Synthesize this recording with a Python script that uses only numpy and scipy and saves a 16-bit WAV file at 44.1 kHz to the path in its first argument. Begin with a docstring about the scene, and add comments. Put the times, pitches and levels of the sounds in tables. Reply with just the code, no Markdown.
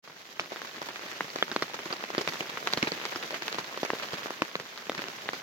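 """A wood in rain, heard from just above a floor of dead leaves. Within arm's reach fat drips slap the litter: a
damped pulse with its ground echo, and noise bursts for the tick, the spray and the soft thud. Curled leaves
answer some drips with three modes; a nylon pack drums. A few steps away lesser drips fall at random, and
smaller drops patter as soft taps and crisp ticks. Beyond them banded noise is the hiss among the trees; it
comes up over the first half-second, then swells and eases."""
import sys
import numpy as np
from scipy import signal
from scipy.fft import rfft, irfft, next_fast_len
from scipy.io import wavfile

SR = 44100
rng = np.random.default_rng(int(sys.argv[2]) if len(sys.argv) > 2 else 0)


def file_out(sig):
    """Save sig as 16-bit WAV at sys.argv[1]."""
    # one column per channel
    cols = np.atleast_2d(sig).T
    # limit, then scale
    lim = np.clip(cols, -1, 1)
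    pcm = np.round(lim * 32767).astype(np.int16)
    wavfile.write(sys.argv[1], SR, pcm)


N = 239286
TIME = np.arange(N) / SR
DRIP_SIZE = 3072   # samples given to one drip
SLAP_SIZE = 128   # opening samples over which a slap or a ring is levelled

# lean of the sound to one ear: [f/Hz, left minus right/dB]
BALANCE = [(300, 0), (770, 1), (1300, -1.5), (2700, -0.5), (4200, -4), (6400, -5), (9500, -.5)]
EARS = np.array([[1], [-1]])   # left, right


def from_db(db):
    """Amplitude ratio of a level in dB."""
    return 10 ** (np.asarray(db) / 20)


def rms(x):
    """Root mean square, kept just above zero."""
    return np.sqrt(np.mean(x ** 2) + 1e-20)


def at_hz(points, hz):
    """Read a curve on a log-frequency axis."""
    known_hz, values = np.transpose(points)
    return np.interp(np.log(hz + 1e-3), np.log(known_hz), values)


def in_time(rows):
    """Each column of a curve at every sample."""
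    s, *columns = np.transpose(rows)
    return [np.interp(TIME, s, column) for column in columns]


def butter(x, hz, kind, order=2):
    """Butterworth filter."""
    return signal.lfilter(*signal.butter(order, hz, kind, fs=SR), x)


def drift(rate):
    """Random wander: straight lines between normal draws of spread 1, rate of them a second."""
    knots = rng.standard_normal(int(N / SR * rate) + 2)
    return np.interp(TIME * rate, np.arange(len(knots)), knots)


def diffuse_noise(spectrum, size):
    """Stereo noise from all around: alike in most of the bass, unrelated in the treble; rms 1."""
    # likeness of the two ears: [f/Hz, left-right correlation]
    likeness = [(40, -0.51), (140, 0.95), (300, 0.96), (600, 0.84), (1200, 0.11), (2200, -0.013),
                (5000, 0.0089), (15000, -0.012)]
    hz = np.arange(size // 2 + 1) * SR / size
    mid, side = rfft(rng.standard_normal((2, size)))
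    alike = np.clip(at_hz(likeness, hz), -.99, .99)
    both = np.sqrt(1 + alike) * mid + EARS * np.sqrt(1 - alike) * side
    level_db = at_hz(spectrum, hz) + EARS * at_hz(BALANCE, hz) / 2
    noise = irfft(both * from_db(level_db), size)
    return noise / rms(noise)


def far_rain(murmur_db, wash_db, sizzle_db, flutter_db):
    """Rain on the canopy, too dense for single drops; it flutters as leaves shed their water."""
    # colour of the far rain within each band: [f/Hz, relative level/dB per Hz]
    wash_spectrum = [(30, -48), (55, -40), (100, -14.5), (170, -6), (380, -4.5), (750, -7), (2000, -2.5),
                     (4200, -8), (6500, -10), (8300, -24.5), (9800, -27.5), (12300, -18), (15800, -21)]
    noise = diffuse_noise(wash_spectrum, size=next_fast_len(N))
    size = noise.shape[1]
    hz = np.arange(size // 2 + 1) * SR / size
    spectrum = rfft(noise)
    together = drift(70)   # flutter shared by the three bands
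    edges_hz = [0, 700, 3000, SR]
    out = np.zeros((2, N))
    for low, high, level_db in zip(edges_hz, edges_hz[1:], (murmur_db, wash_db, sizzle_db)):
        band = irfft(spectrum * ((hz >= low) & (hz < high)), size)[:, :N]
        flutter = flutter_db * (together + 1.3 * drift(110))
        out += band / rms(band) * from_db(level_db + flutter)
    return out


def ear_clock(lag_ms):
    """Seconds since the hit at each ear, 0 before it; the far ear hears it a moment later."""
    delay_s = np.maximum(-EARS * lag_ms / 1000, 0)   # a positive lag delays the right ear
    return np.maximum(np.arange(DRIP_SIZE) / SR - delay_s, 0)


def any_echo_ms():
    """Delay of the ground echo at each ear, for a leaf at any height."""
    return rng.uniform(0.46, 1.24, size=2)


def slap(hz, lag_ms, echo_ms, echo_share=0.73):
    """A drop flattens on a leaf: one push and one pull of air, and its echo off the ground close by."""
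    ring_q, top_hz = 0.7, 5500   # ring of the leaf; top edge of the sharpest slap
    round_share, bass_share = 1.69, 0.34   # a slap thins out above and below these multiples of its pitch
    age = ear_clock(lag_ms)
    push = np.cos(2 * np.pi * hz * age) * np.exp(-np.pi * hz * age / ring_q) * (age > 0)
    # the leaf gives way beneath it with a slower swing
    give = np.sin(2 * np.pi * 430 * age) * np.exp(-age / 0.00059)
    wave = push + 0.26 * butter(give, 550, "high", order=1)
    wave = butter(wave, round_share * hz, "low")
    wave = butter(wave, top_hz, "low", order=4)
    wave = butter(wave, bass_share * hz, "high")   # a small leaf radiates no bass
    # the short detour cuts notches that give every drop its own colour
    bright = butter(wave, 1470, "high", order=1)
    t = TIME[:DRIP_SIZE]
    echo = np.stack([np.interp(t - ms / 1000, t, ear, left=0) for ms, ear in zip(echo_ms, bright)])
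    wave = wave + echo_share * echo
    return wave / rms(wave[:, :SLAP_SIZE])


def burst(spectrum, rise_s, fall_s, colour_db=2.5):
    """Noise that swells and dies away, coloured anew by each patch of litter; no deep bass."""
    t = np.arange(DRIP_SIZE) / SR
    coloured = [(hz, level_db + colour_db * rng.standard_normal()) for hz, level_db in spectrum]
    envelope = (1 - np.exp(-t / rise_s)) * np.exp(-t / fall_s)
    return butter(diffuse_noise(coloured, size=DRIP_SIZE) * envelope, 104, "high")


def droplets():
    """The spray lands in small separate lumps: an uneven gain of rms 1."""
    per_s, spread_db = 905, 4.5
    at = np.arange(DRIP_SIZE) / SR * per_s
    sizes = from_db(spread_db * np.clip(rng.standard_normal(size=256), -2, 2))
    gain = np.interp(at, np.arange(len(sizes)), sizes)
    return gain / rms(gain)


def drip(slap_db, hz, tick_db, spray_db, thud_db, lag_ms, echo_ms):
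    """One drop: slap and tick at contact, then flying droplets and the litter settling."""
    # the crack of first contact: [f/Hz, relative level/dB per Hz]
    tick_spectrum = [(800, -54), (2200, 7), (4400, 8), (6500, -1), (8500, -21), (12500, -14.5),
                     (16000, -19)]
    # droplets thrown over the leaves: [f/Hz, relative level/dB per Hz]
    spray_spectrum = [(200, -40), (600, 3.5), (1100, 5.5), (2000, 5), (3000, 0), (4600, -3), (6500, -8.5),
                      (8500, -23), (12500, -21), (16000, -35)]
    # the springy litter under a hit: [f/Hz, relative level/dB per Hz]
    thud_spectrum = [(40, -99), (90, -43), (160, 5.5), (250, -4), (340, 6.5), (550, -6.5), (900, -18),
                     (2000, -53)]
    # every part has its own fixed trim in dB
    push = from_db(slap_db - 1.2) * slap(hz, lag_ms, echo_ms)
    tick = from_db(tick_db + 10.0) * burst(tick_spectrum, rise_s=.0001, fall_s=0.00089)
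    spray = from_db(spray_db + 11.0) * burst(spray_spectrum, rise_s=0.0036, fall_s=0.009) * droplets()
    thud = from_db(thud_db + 9.5) * burst(thud_spectrum, rise_s=0.0006, fall_s=0.0086)
    return push + tick + spray + thud


def knock(hz, swell_ms, lag_ms):
    """One mode of a stiff dead leaf swells to its peak and dies away."""
    age = ear_clock(lag_ms)
    swell = 1000 * age / swell_ms
    envelope = swell * np.exp(1 - swell)   # height 1
    lean = from_db(EARS * at_hz(BALANCE, hz) / 2)
    wave = lean * envelope * np.sin(2 * np.pi * hz * age)
    return butter(wave, 270, "high")   # the ring carries no bass


def leaf_ring(slap_hz, lag_ms, count=2):
    """Every leaf has modes of its own, higher for small leaves, which reach each ear differently."""
    wave = 0
    for pitch, left, right in rng.random((count, 3)):
        hz = 1.198 * slap_hz * 2.56 ** pitch   # just above the slap pitch, over a span of 2.56
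        swell_ms = 1000 * 0.7 / hz   # 0.7 of a cycle to peak
        reach = np.cos(2 * np.pi * np.array([[left], [right]]))
        wave = wave + reach * knock(hz, swell_ms, lag_ms)
    wave = butter(wave, 5200, "low", order=4)
    return wave / rms(wave[:, :SLAP_SIZE])


def stray_drip(slap_db, hz, tick_db, spray_db, thud_db, lag_ms):
    """A drop on any leaf, coloured by that leaf's ring."""
    ring = from_db(slap_db - 2) * leaf_ring(hz, lag_ms)
    return drip(slap_db, hz, tick_db, spray_db, thud_db, lag_ms, any_echo_ms()) + ring


def patter(per_s, spread_db, low_hz, high_hz, tick_db, spray_db, thud_db, count=48):
    """Small drops fall at random on leaves of many sizes and bearings; rms 1."""
    out = np.zeros((2, N + DRIP_SIZE))
    falls_per_leaf = int(per_s * N / SR / count)
    for hz in np.geomspace(low_hz, high_hz, count):
        leaf = stray_drip(0, hz, tick_db, spray_db, thud_db, lag_ms=rng.uniform(-0.48, 0.48))
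        for when, distance in rng.random((falls_per_leaf, 2)):
            at = int(when * N)
            # far drops outnumber near ones
            out[:, at:at + DRIP_SIZE] += leaf * from_db(-spread_db * np.sqrt(distance))
    return out[:, :N] / rms(out)


def lesser_drips(bed_db):
    """Smaller drips a few steps away fall at random, more often and louder while the level between drips is up."""
    per_s, follows = 9, .65   # mean rate; share of the rain's swing that rate and level follow
    middle_db, spread_db = -40, 4   # slap in rain of ordinary vigour, give or take
    low_hz, high_hz = 695, 1740   # range of slap pitch
    parts_db = np.array([-20, -12, -18])   # tick, spray and thud against the slap, before their trims
    surface_db = 2   # give or take: each patch of litter ticks, sprays and thuds differently
    middle_lag_ms, lag_spread_ms = -0.18, 0.16   # bearing: right ear later by, give or take
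    out = np.zeros((2, N + DRIP_SIZE))
    count = int(per_s * N / SR)
    fallen = np.cumsum(from_db(follows * bed_db))   # water gathered on the branches so far
    places = rng.random((count, 2))
    chances = rng.uniform(-0.95, 1, (count, 5))
    for k, ((when, pitch), chance) in enumerate(zip(places, chances)):
        # each equal portion of the water lets one drip go
        at = np.searchsorted(fallen, (k + when) / count * fallen[-1])
        slap_db = middle_db + follows * bed_db[at] + spread_db * chance[0]
        tick_spray_thud_db = slap_db + parts_db + surface_db * chance[2:]
        hz = low_hz * (high_hz / low_hz) ** pitch
        lag_ms = middle_lag_ms + lag_spread_ms * chance[1]
        out[:, at:at + DRIP_SIZE] += stray_drip(slap_db, hz, *tick_spray_thud_db, lag_ms)
    return out[:, :N]


def pack():
    """A nylon pack drums, slack cloth over a soft load: one low, quickly damped mode, alike at both ears."""
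    # drummings, level before the bass cut: [t/s, f/Hz, level/dB, time to fall to 1/e/s]
    drummings = [(1.857, 344, -31, 0.0069), (2.1806, 381, -17.5, 0.006), (2.195, 393, -24.5, 0.0042),
                 (2.212, 400, -29, .005), (2.776, 193, -18, 0.0044), (2.829, 261, -16, 0.0036),
                 (3.1593, 350, -20.5, .003), (3.331, 600, -27, 0.0043), (3.9335, 436, -22, 0.0039)]
    out = np.zeros(N)
    for s, hz, level_db, ring_s in drummings:
        age = np.maximum(TIME - s, 0)
        out += from_db(level_db) * np.sin(2 * np.pi * hz * age) * np.exp(-age / ring_s)
    return butter(out, 240, "high")


def leaf_knocks():
    """A hard drip lands on a curled leaf close by, which answers with three modes."""
    # hard drips, part levels before their trims, mode levels before balance and bass cut:
    # [t/s, slap/dB, slap f/Hz, tick/dB, spray/dB, thud/dB, right ear later/ms, ground echo later/ms,
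    #  time for the ring to peak/ms, low f/Hz, level/dB, middle f/Hz, level/dB, high f/Hz, level/dB]
    curled_leaves = [(0.3963, -29, 1900.0, -55.0, -36, -46.0, -0.14, 0.36, 0.26, 1420, -16.5, 2300, -17, 4850.0, -36.5),
                     (1.2074, -21, 1030.0, -55.0, -43, -46, 0.094, 1.09, 0.59, 1430, -18.5, 1850, -23, 4060.0, -35),
                     (1.4257, -16.5, 1000, -40, -37.5, -42.5, -0.14, 0.6, 0.89, 1260, -24, 3370, -22, 3420, -18),
                     (1.5154, -32.7, 600.0, -55.0, -37.5, -42.5, -0.041, 1.4, 0.59, 1540.0, -22, 3760, -24.5, 5060.0, -28.4),
                     (1.5627, -17, 760.0, -32, -40.5, -44.0, -0.08, 0.92, 0.77, 1370.0, -23.4, 2270, -21, 4340.0, -22),
                     (1.623, -23, 560.0, -29.5, -36.5, -40.5, -0.0048, 0.59, 0.84, 1150, -19, 1930, -19.5, 4810.0, -34),
                     (1.9263, -33.6, 490.0, -36, -35, -43, -0.27, 1.01, 1.2, 1210.0, -23.5, 2750.0, -36.0, 4680, -25),
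                     (2.1802, -22, 540, -34, -34.5, -38, -0.27, 0.8, 0.64, 1730.0, -19.6, 3450, -25, 4680.0, -23.0),
                     (2.4064, -26, 1170.0, -33, -42.5, -40.5, 0.24, 0.42, 0.7, 2340.0, -19, 2820, -21, 3950, -37),
                     (2.6729, -25.5, 1010, -27, -34.5, -57, 0.13, 0.95, 0.41, 1490.0, -13.5, 1990.0, -20, 3640.0, -23),
                     (2.7352, -23.5, 1040.0, -27, -39.5, -44, 0.1, 1.35, 0.37, 2240.0, -20.1, 3010.0, -21.8, 4170, -11.5),
                     (2.774, -22, 554, -43.0, -34.5, -41, 0.032, 0.95, 0.43, 1440, -19.5, 3150.0, -22.6, 4230, -19.5),
                     (2.8273, -23.5, 660.0, -25, -33, -35, 0.33, 1.4, 0.65, 1700.0, -16.7, 2120, -13.5, 5400, -24.5),
                     (2.872, -32, 1080.0, -48.0, -33.5, -37.5, 0.26, 1.24, 0.8, 850.0, -25.5, 2460.0, -20, 4060.0, -32.1),
                     (2.919, -26.5, 670.0, -32, -38, -39.0, 0.284, 0.93, 0.29, 1510.0, -26.3, 1970.0, -23.6, 4450.0, -18.5),
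                     (3.0532, -26, 1330.0, -35, -38.5, -45.5, 0.12, 0.95, 0.25, 2120.0, -21, 3510.0, -22, 4760, -20),
                     (3.159, -34, 1330.0, -42.0, -42.5, -46.0, 0.07, 1.16, 0.7, 1370.0, -25, 3250.0, -33, 5110.0, -29),
                     (4.4203, -17.5, 660, -27.5, -38.5, -38.5, -0.13, 0.75, 0.76, 1020, -18.4, 2570, -17.5, 3900, -25),
                     (4.5545, -22, 1030.0, -41, -42, -46, -0.16, 0.8, 0.41, 1780.0, -16.5, 2230, -24, 4050, -23),
                     (4.8963, -20, 720, -36, -47, -43, -0.045, 0.74, 0.41, 1630.0, -26.7, 1970.0, -19.5, 3550.0, -23),
                     (5.2896, -24.4, 1690.0, -44, -44.5, -50, 0.079, 0.27, 0.39, 1860, -17, 2700, -31.7, 3500, -26)]
    out = np.zeros((2, N + DRIP_SIZE))
    for s, *blow, lag_ms, echo_ms, swell_ms, f1, db1, f2, db2, f3, db3 in curled_leaves:
        at = int(s * SR)
        modes = [(f1, db1), (f2, db2), (f3, db3)]
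        ring = sum(from_db(level_db) * knock(hz, swell_ms, lag_ms) for hz, level_db in modes)
        out[:, at:at + DRIP_SIZE] += drip(*blow, lag_ms, (echo_ms, echo_ms)) + ring
    return out[:, :N]


def near_drips():
    """The drips on soft litter within arm's reach."""
    # drips, levels before the trims of their parts:
    # [t/s, slap/dB, slap f/Hz, tick/dB, spray/dB, thud/dB, right ear later/ms]
    soft_drips = [(.076, -40, 1000, -57, -53, -60, -.03), (.099, -42, 900, -57, -53, -56.5, 0.0024),
                  (.52, -30, 625, -47, -42.5, -46, -0.35), (.5603, -31, 1000, -40, -57, -64, 0.094),
                  (.618, -30.5, 1220, -40, -50, -65, 0.079), (0.8172, -28, 885, -41, -41.5, -50, -0.38),
                  (0.8871, -31, 780, -39, -44, -47.5, -0.31), (0.9591, -32.5, 1500, -47, -45, -61, -0.099),
                  (1.115, -36.5, 1900, -46, -48, -67, 0), (1.3594, -24, 774, -35, -45, -52, -.34),
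                  (1.386, -34, 1500, -39, -40, -53, 0), (1.742, -31, 900, -39.5, -40, -52, -0.29),
                  (1.7904, -30.5, 1310, -53, -43.5, -48.5, 0.08), (1.856, -46, 1400, -40, -40.5, -48, -0.5),
                  (1.9047, -31.5, 1100, -44, -39, -44, -0.25), (2.039, -26, 1240, -37.5, -45, -51, 0.34),
                  (2.103, -27.5, 846, -49, -45, -49, -0.25), (2.1491, -24.5, 1390, -35, -44, -50, 0.2),
                  (2.21, -27, 710, -38, -36.5, -48, -0.42), (2.276, -23.5, 725, -27, -44, -43, -.02),
                  (2.286, -28, 1500, -37, -35, -47.5, 0.14), (2.3353, -32.5, 900, -34.5, -48, -63, -0.053),
                  (2.5734, -25.5, 1290, -48, -42, -55, 0), (2.727, -28, 1700, -34, -40, -52, 0.19),
                  (3.2269, -34, 2100, -40, -43, -58, 0.051), (3.3072, -29.5, 1090, -40, -49, -54, -0.29),
                  (3.3424, -27.5, 1300, -46, -37, -47, 0.26), (3.4225, -27.5, 1300, -38, -48, -51, -0.18),
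                  (3.4808, -27, 1410, -28.5, -58, -57, 0.11), (3.5269, -29.5, 1700, -31, -51, -57, 0.27),
                  (3.5452, -30, 800, -33, -44, -43, -0.25), (3.5848, -24.5, 860, -32.5, -36.5, -45, -0.19),
                  (3.775, -26.5, 710, -37, -48, -44.5, -0.21), (3.8316, -19.5, 536, -33.5, -40, -51, -.13),
                  (3.8499, -26.5, 690, -35, -37, -44.5, -.22), (3.9031, -19, 1100, -45, -61, -55, 0.093),
                  (3.934, -25, 503, -57, -51, -57, 0.074), (4.025, -36, 1150, -37.5, -36, -55, 0),
                  (4.133, -34, 806, -36.5, -37.5, -37, -0.15), (4.259, -29.5, 795, -44, -39.5, -48, -0.15),
                  (4.306, -26, 745, -38, -43, -56, -0.15), (4.5989, -31.5, 1500, -38, -43, -47.5, -0.1),
                  (4.7763, -36, 1510, -40, -57, -74, 0.015), (4.9189, -30.5, 1050, -43, -54, -53, -0.18),
                  (4.9494, -32, 1260, -37, -51, -47, 0.15), (4.9785, -34, 1300, -38, -37.5, -46, -0.13),
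                  (4.9922, -27, 1240, -45, -46, -47, -0.17), (5.0194, -30, 1200, -38, -47, -53, 0.2),
                  (5.0401, -30.5, 1250, -39.5, -54, -51, -0.12),
                  (5.0842, -32.5, 1100, -35, -56, -48.5, -0.19), (5.333, -26.5, 960, -40, -40, -48, -0.3)]
    out = np.zeros((2, N + DRIP_SIZE))
    for s, *blow in soft_drips:
        at = int(s * SR)
        out[:, at:at + DRIP_SIZE] += drip(*blow, any_echo_ms())
    return out[:, :N]


def scene():
    """Drips close by, patter around them, hiss beyond; all but the nearest drips and pack follow the level
    between drips."""
    # level between drips; it comes up over the first half-second, then swells and eases: [t/s, level/dB]
    bed_curve = [(0.0, -58), (0.12, -58), (0.23, -53), (0.56, -46), (1.12, -43), (1.9, -44),
                 (2.36, -39.5), (2.57, -41), (2.84, -39), (3.75, -42), (4.0, -40.5), (4.2, -41),
                 (4.34, -45.5), (4.62, -47), (4.84, -47), (5.0, -44), (5.43, -44.5)]
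    bed_db = in_time(bed_curve)[0] + 42.5   # against rain of ordinary vigour, at -42.5 dB
    # share of the rain's swing that each band follows
    murmur_db, wash_db, sizzle_db = 0.77 * bed_db, 0.81 * bed_db, 0.56 * bed_db
    hiss = far_rain(-52.5 + murmur_db, -48.5 + wash_db, -49 + sizzle_db, flutter_db=1.5)
    # soft taps on sodden leaves
    taps = from_db(-45 + wash_db) * patter(
        per_s=160, spread_db=15.5, low_hz=637, high_hz=1850, tick_db=-17.0, spray_db=-15.0, thud_db=-29.5)
    # crisp ticks on stiff leaves
    ticks = from_db(-47 + sizzle_db) * patter(
        per_s=240, spread_db=9.5, low_hz=1090, high_hz=3350, tick_db=1.0, spray_db=-4, thud_db=-30)
    return hiss + taps + ticks + lesser_drips(bed_db) + pack() + leaf_knocks() + near_drips()


def record(dry):
    """The sound fades in from 22 to 46 ms; the top is cut above 16 kHz."""
    opening = np.clip((TIME - .022) / 0.024, 0, 1) ** 2
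    top_cut = signal.ellip(10, .2, 70, 16000, fs=SR, output="sos")
    return signal.sosfilt(top_cut, dry * opening)


dry = scene()
out = record(dry)
file_out(out)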